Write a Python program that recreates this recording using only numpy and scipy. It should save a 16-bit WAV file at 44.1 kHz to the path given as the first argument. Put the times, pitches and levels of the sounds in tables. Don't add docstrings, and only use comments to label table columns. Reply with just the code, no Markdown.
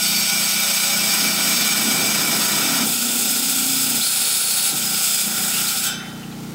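import sys
import numpy as np
from scipy.fft import rfft, irfft, next_fast_len
from scipy.io import wavfile
from scipy.ndimage import map_coordinates

SR = 44100
rng = np.random.default_rng(int(sys.argv[2]) if len(sys.argv) > 2 else 0)


def int16_out(signal):
    q = np.round(np.clip(np.atleast_2d(signal).T, -1, 1) * 32767)
    wavfile.write(sys.argv[1], SR, q.astype(np.int16))


N = 288458
SHAFT_HZ = 29.72
RELEASE_S = 5.87


def amp(db):
    return 10 ** (np.asarray(db) / 20)


def unit(x):
    return x / np.sqrt(np.mean(x ** 2) + 1e-20)


def along(points, hz):
    f, v = np.transpose(points)
    return np.interp(np.log(hz + 1), np.log(f + 1), v)


def curves(rows):
    s, *cols = np.transpose(rows)
    return [np.interp(np.arange(N) / SR, s, c) for c in cols]


def wobble(knots_per_s):
    knots = rng.standard_normal(int(N * knots_per_s / SR) + 4)
    return map_coordinates(knots, [np.arange(N) * knots_per_s / SR])


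def filtered(x, response):
    m = next_fast_len(N + SR // 4)
    spectrum = rfft(x, m) * response(np.fft.rfftfreq(m, 1 / SR))
    return irfft(spectrum, m)[:N]


def peak(hz, centre_hz, width_hz):
    return 1 / (1 + (2 * (hz - centre_hz) / width_hz) ** 2)


def gate(start_s, length_s, rise_s, fall_s):
    since_s = np.arange(N) / SR - start_s
    rise = since_s / min(rise_s, length_s / 2)
    fall = (length_s - since_s) / min(fall_s, length_s / 2)
    return np.clip(np.minimum(rise, fall), 0, 1)


def contact(db_per_s):
    return amp(-db_per_s * np.maximum(np.arange(N) / SR - RELEASE_S, 0))


def binding():
    # (start [s], length [s])
    binds = [(3.984, 0.76), (4.964, .3)]
    ramp_s, loss_db = 0.033, 6
    return amp(-loss_db * sum(gate(s, length, ramp_s, ramp_s) for s, length in binds))


def jolting():
    # (time [s], level [dB])
    jolts = [(4.715, -33), (4.92, -38), (5.26, -31.5), (5.37, -35)]
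    rise_s, t60_s = .008, 0.27
    out = np.zeros(N)
    for s, db in jolts:
        since_s = np.arange(N) / SR - s
        out += np.clip(since_s / rise_s, 0, 1) * amp(db - 60 * np.maximum(since_s, 0) / t60_s)
    return out


def each_turn(turns, count):
    pattern = rng.standard_normal(count)
    return unit(np.interp(turns % 1, np.arange(count) / count, pattern, period=1))


def grit_force(turns, repeat, rim_db, bite_db):
    same = np.sqrt(repeat) * each_turn(turns, count=1480)
    fresh = np.sqrt(1 - repeat) * rng.standard_normal(N)
    pressure_db = rim_db * each_turn(turns, count=40) + bite_db * wobble(70)
    return unit((same + fresh) * amp(pressure_db))


def body_gain(hz, column):
    # (frequency [Hz], shallow level [dB], deep level [dB])
    grit = [(120, -44, -50), (396, -26.5, -26.5), (690, -15, -66), (1050, -14.5, -52), (1750, -15.5, -24.5),
            (2700, -13.5, -14), (5070, -21, -10.5), (6020, -14, -13.5), (8450, -44, -7.5),
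            (9260, -22.5, -16.5), (10700, -13.5, -11), (11900, -18, -14.5), (14300, -14.5, -11.5)]
    # (frequency [Hz], width [Hz], shallow level [dB], deep level [dB])
    body = [(782, 320, -24, -18), (1353, 91, -9, -10), (1445, 354, -12, -13), (1883, 58, -8, -20),
            (2302, 686, -12, -18), (2612, 586, -23, -15), (2874, 97, -11, -23), (3234, 43, -6, -9),
            (3517, 123, -9, -7.5), (3696, 110, -7, -17), (4109, 215, -11, -14), (4447, 121, -13, -6),
            (4917, 344, -5, -13), (5005, 244, -17, -9), (5436, 457, -10, -14), (5651, 110, -13, -14),
            (6439, 104, -6, -10), (6618, 114, -7, -23), (6860, 105, -9, -9), (7193, 428, -12, -12),
            (7758, 233, -3, -9), (8277, 277, -7, -14), (8620, 477, -11, -10), (9795, 47, -14, -7),
            (10131, 119, -14, -8), (10559, 52, -10, -8), (10914, 95, -25, -10), (13793, 67, -5, -5),
            (14534, 64, -8, -13), (15435, 97, -10, -14)]
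    power = amp(along([(row[0], row[1 + column]) for row in grit], hz)) ** 2
    for centre_hz, width_hz, *levels_db in body:
        power = power + (amp(levels_db[column]) * peak(hz, centre_hz, width_hz)) ** 2
    knots = hz / 55
    ripple = map_coordinates(rng.standard_normal(int(knots[-1]) + 4), [knots])
    return np.sqrt(power) * amp((2.5, 1.4)[column] * ripple)


def grinding(turns, depth):
    # (time [s], level [dB])
    force_points = [(0, -23.5), (.65, -22.5), (1.7, -22.5), (2.8, -23), (2.9, -21.5), (3.8, -20),
                    (4.1, -21.6), (4.7, -21.5), (4.74, -26.5), (4.78, -21.5), (4.87, -24), (4.96, -20.5),
                    (5.22, -20.3), (5.28, -24), (5.45, -23), (5.57, -21), (5.64, -22), (5.85, -22.5)]
    # (time [s], level [dB])
    crunch_points = [(0.1, -38), (1.15, -32), (2.83, -30), (2.86, -37.5), (5.15, -37.5), (5.45, -34),
                     (5.9, -36.5)]
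    # crunch, scrape, hiss [dB/s]
    release_db_per_s = [27, 133, 322]
    hiss_db, scrape_db, slot_damps_db = 0.9, -0.5, 4.5
    force = grit_force(turns, repeat=0.32, rim_db=0.66, bite_db=0.8)
    shallow = unit(filtered(force, lambda hz: body_gain(hz, column=0)))
    deep = unit(filtered(force, lambda hz: body_gain(hz, column=1)))
    force_db = curves(force_points)[0]
    scrape_level_db = force_db + scrape_db - slot_damps_db * depth
    levels_db = [curves(crunch_points)[0], scrape_level_db, force_db + hiss_db]
    edges_hz, swings_db = [0, 2000, 6500, SR], [.7, .3, .6]
    out = np.zeros(N)
    for lo, hi, level_db, swing_db, fall in zip(edges_hz, edges_hz[1:], levels_db, swings_db, release_db_per_s):
        band = lambda x: unit(filtered(x, lambda hz: (hz >= lo) & (hz < hi)))
        gain = amp(level_db + swing_db * wobble(40)) * contact(fall)
        out += gain * ((1 - depth) * band(shallow) + depth * band(deep))
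    return out


def blade(turns, depth, ring_db, flutter):
    # (frequency [Hz], shallow level [dB], deep level [dB], slip-off level [dB], t60 [s])
    modes = [(566, -58, -65, -60, .2), (657, -55, -62, -60, .2), (684, -55, -64, -60, .2),
             (770, -58, -57, -52, .2), (980, -55, -63, -58, .2), (1130, -56, -64, -60, .2),
             (1281, -54, -60, -56, .3), (1308, -58, -52, -52, .4), (802, -48, -58, -48, .2),
             (1458, -42, -48, -41, .9), (1556, -56, -56, -37, .9), (2293, -39.5, -50, -54, .3),
             (2353, -38, -48, -48, .3), (2638, -44, -59, -40, 1.0), (3068, -42, -51, -36.5, 1.35),
             (3112, -52, -58, -40, .8), (3284, -56, -56, -43, .6), (3510, -45, -52, -46, .5),
             (3531, -52, -51.5, -34.5, .9), (3712, -46, -49, -38, .7), (3881, -56, -56, -40.5, .9),
             (3994, -44, -54, -55, .3), (4527, -42, -50.5, -42, .36), (5064, -43, -47.5, -39, .9),
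             (5359, -40, -56, -46, .6), (5507, -42, -52, -50, .4), (5565, -41, -46, -40, .55),
             (5954, -46, -57, -50, .6), (6220, -45, -48, -35.5, .62), (6584, -44, -52, -53, .3),
             (7461, -43, -50, -47, .5), (7582, -44, -46, -37, .34), (7800, -40, -50, -35, .3),
             (7913, -54, -56, -39, .35), (8110, -44, -51, -48, .4), (8290, -46, -48, -44, .38),
             (8788, -50, -45, -52, .2), (9028, -50, -55, -55, .2), (9577, -51, -56, -56, .2),
             (10205, -42, -48, -43, .22), (10864, -47, -55, -55, .15), (12215, -49, -51, -44, .15),
             (12505, -49, -55, -55, .12), (13805, -45, -50, -50, .12), (14169, -42, -54, -58, .12),
             (14610, -45, -53, -56, .12)]
    t, out = np.arange(N) / SR, np.zeros(N)
    since_s = t - RELEASE_S
    struck = np.clip(1 + since_s / 0.059, 0, 1)
    touching = contact(db_per_s=108)
    driven_rms = np.sqrt(.5 + flutter ** 2 * 2 / 3)
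    for hz, shallow_db, deep_db, free_db, t60_s in modes:
        knots = rng.standard_normal((2, int(turns[-1]) + 2))
        cosine, sine = (flutter * np.interp(turns, np.arange(len(k)), k) for k in knots)
        level_db = ring_db + shallow_db + depth * (deep_db - shallow_db)
        driven = touching * amp(level_db) / driven_rms
        waver = 1 + .3 * np.sin(2 * np.pi * rng.uniform(8, 20) * t)
        decay = amp(free_db - 60 * np.maximum(since_s, 0) / t60_s)
        free = np.sqrt(2) * struck * waver * decay
        phase = 2 * np.pi * (hz * t + rng.random())
        out += (driven * (1 + cosine) + free) * np.cos(phase) + driven * sine * np.sin(phase)
    return out


def squeal(trim_db, waver_rad):
    # (start [s], length [s], level [dB])
    squeals = [(0.0, .33, -28.5), (0.377, 0.53, -33), (0.975, 0.7, -33), (1.93, .17, -35), (2.36, .14, -33),
               (2.68, 0.17, -35), (4.0, .52, -44)]
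    mode_hz, fade_s = 4527, 0.061
    phase = 2 * np.pi * mode_hz * np.arange(N) / SR + waver_rad * wobble(28.8)
    grip_db = 2 * wobble(18)
    spells = sum(amp(db) * gate(s, length, fade_s, fade_s) for s, length, db in squeals)
    return spells * amp(trim_db + grip_db) * np.sqrt(2) * np.sin(phase)


def rasps():
    # (start [s], length [s], frequency [Hz], width [Hz], upward slide [Hz], level [dB])
    bursts = [(0.625, 0.45, 566, 16, -6, -47), (2.2, 0.71, 973, 20, 1.5, -42),
              (3.703, 0.33, 5050, 240, 1, -35), (3.996, 0.1, 4550, 600, 2200, -26.5),
              (3.998, 0.76, 3770, 180, 0, -35), (4.0, 0.74, 4360, 390, -3, -32),
              (4.007, 0.71, 8830, 450, 0, -30.5), (4.01, 0.73, 10430, 690, -2, -28),
              (4.82, 0.42, 5060, 220, -0.5, -34.5), (5.314, 0.75, 1417, 220, 0, -41.5),
              (5.509, 0.13, 2800, 790, -0.5, -31.5), (5.655, 0.069, 4520, 1000, 900, -27),
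              (5.978, 0.11, 2030, 780, 0, -41), (6.227, 0.024, 2830, 400, 1, -38),
              (6.305, .04, 3500, 1800, -1, -43)]
    rise_s, fade_s, slide_s = .02, 0.032, .022
    t, out = np.arange(N) / SR, np.zeros(N)
    for s, length, centre_hz, width_hz, slide_hz, db in bursts:
        pitch_hz = centre_hz - slide_hz * np.exp(-np.maximum(t - s, 0) / slide_s)
        phase = 2 * np.pi * np.cumsum(pitch_hz) / SR
        a, b = (filtered(noise, lambda hz: peak(hz, 0, width_hz)) for noise in rng.standard_normal((2, N)))
        noise_band = unit(a * np.cos(phase) + b * np.sin(phase))
        out += amp(db) * gate(s, length, rise_s, fade_s) * noise_band
    return out


def rattle(turns, trim_db, shake, uneven_db):
    # (time [s], level [dB])
    rattle_points = [(0, -50), (.65, -54), (1.2, -40), (1.9, -35), (2.76, -31.5), (2.95, -37.5), (4.0, -43),
                     (5.9, -59.5)]
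    # (frequency [Hz], level [dB per Hz])
    tray = [(25, -36), (80, -23), (120, -7.5), (170, -2.5), (220, 4), (340, -3.5), (450, -9), (580, -12.5),
            (750, -10), (1000, -14), (1500, -41)]
    knocks = rng.standard_normal(N) * (1 + shake * np.sin(2 * np.pi * turns))
    level_db = curves(rattle_points)[0] + trim_db + uneven_db * wobble(12)
    level = amp(level_db) * binding() + jolting()
    return level * unit(filtered(knocks, lambda hz: amp(along(tray, hz))))


def judder(turns, level_db, jolt_db, width_hz):
    # (time [s], frequency [Hz])
    pitch_points = [(2.6, 250), (2.72, 266), (3.032, 247.4), (3.73, 259.9), (4.05, 246.7)]
    pitch_hz = curves(pitch_points)[0]
    tone = np.zeros(N)
    for k in range(8, 11):
        phase = 2 * np.pi * k * turns + .2 * wobble(5.8)
        tone += peak(k * SHAFT_HZ, pitch_hz, width_hz) * np.sin(phase)
    spell = gate(start_s=2.45, length_s=1.59, rise_s=0.47, fall_s=0.056)
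    return (amp(level_db) * spell + amp(jolt_db) * jolting()) * unit(tone)


def motor(turns, depth, rough, trim_db, sway_db):
    # (time [s], level [dB])
    throb_points = [(0, -31), (.8, -34), (1.4, -31), (2.55, -36), (2.8, -38.5), (3.4, -40), (3.7, -35.5),
                    (4.9, -33.5), (5.45, -32), (5.8, -34.5), (6.0, -31.5), (6.54, -28.5)]
    # (time [s], share [0-1])
    share_points = [(0, 0.04), (3.4, 0), (3.8, 0.82), (5.3, 0.1), (5.9, 0.53)]
    # (shaft order [-], level [dB])
    first_orders = [(1, -40), (2, -26), (3, -28), (4, -19), (5, -12), (6, -3.5), (7, -0.5), (8, -10),
                    (9, -14.5), (10, -18), (11, -11), (12, -16), (13, -26)]
    # (shaft order [-], level [dB])
    second_orders = [(1, -35), (2, -11.5), (3, -18), (4, -4), (5, 3), (6, -2.5), (7, -6.5), (8, 3),
                     (9, -15), (10, -1), (11, -15), (12, -20), (13, -7.5), (15, -8), (17, -14)]

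    def hum(orders):
        return unit(sum(amp(db) * np.cos(2 * np.pi * k * turns + .58 * k * k) for k, db in orders))

    share = curves(share_points)[0]
    tone = (1 - share) * hum(first_orders) + share * hum(second_orders)
    level_db = curves(throb_points)[0] + trim_db + sway_db * (1 - depth) * wobble(14)
    return amp(level_db) * binding() * tone * (1 + rough * wobble(90))


def spray(turns, level_db, spatter_db):
    # (frequency [Hz], level [dB per Hz])
    spectrum = [(200, -12), (490, 0), (620, -5.5), (780, 3.5), (1000, -6), (1320, -2), (1520, -8.5),
                (1700, -11), (2050, -6.5), (3000, -8), (5000, -9), (8500, -11.5), (9300, -14.5),
                (15500, -15.5)]
    swell_db = 0.5 * np.sin(2 * np.pi * turns)
    drops = rng.standard_normal(N) * amp(spatter_db * wobble(360) + swell_db)
    shaped = unit(filtered(drops, lambda hz: amp(along(spectrum, hz))))
    return amp(level_db + 0.91 * wobble(13)) * shaped


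def scene():
    depth_points = [(0, 0.02), (2.835, 0.14), (2.855, 1), (5.9, 0.99)]
    turns = np.cumsum(SHAFT_HZ * (1 + .0015 * wobble(4))) / SR
    depth = curves(depth_points)[0]
    steel = blade(turns, depth, ring_db=4.0, flutter=1.8) + squeal(trim_db=0.5, waver_rad=0.7)
    cut = grinding(turns, depth) + steel + rasps()
    stone = rattle(turns, trim_db=3.0, shake=0.18, uneven_db=2.0)
    stone = stone + judder(turns, level_db=-33.5, jolt_db=-8, width_hz=19)
    machine = motor(turns, depth, rough=0.24, trim_db=-2.1, sway_db=2.0)
    machine = machine + spray(turns, level_db=-39.5, spatter_db=1.0)
    mono = cut + stone + machine
    return np.array([mono, mono])


def record(dry):
    top_hz = 15750
    return np.array([filtered(channel, lambda hz: hz < top_hz) for channel in dry])


dry = scene()
out = record(dry)
int16_out(out)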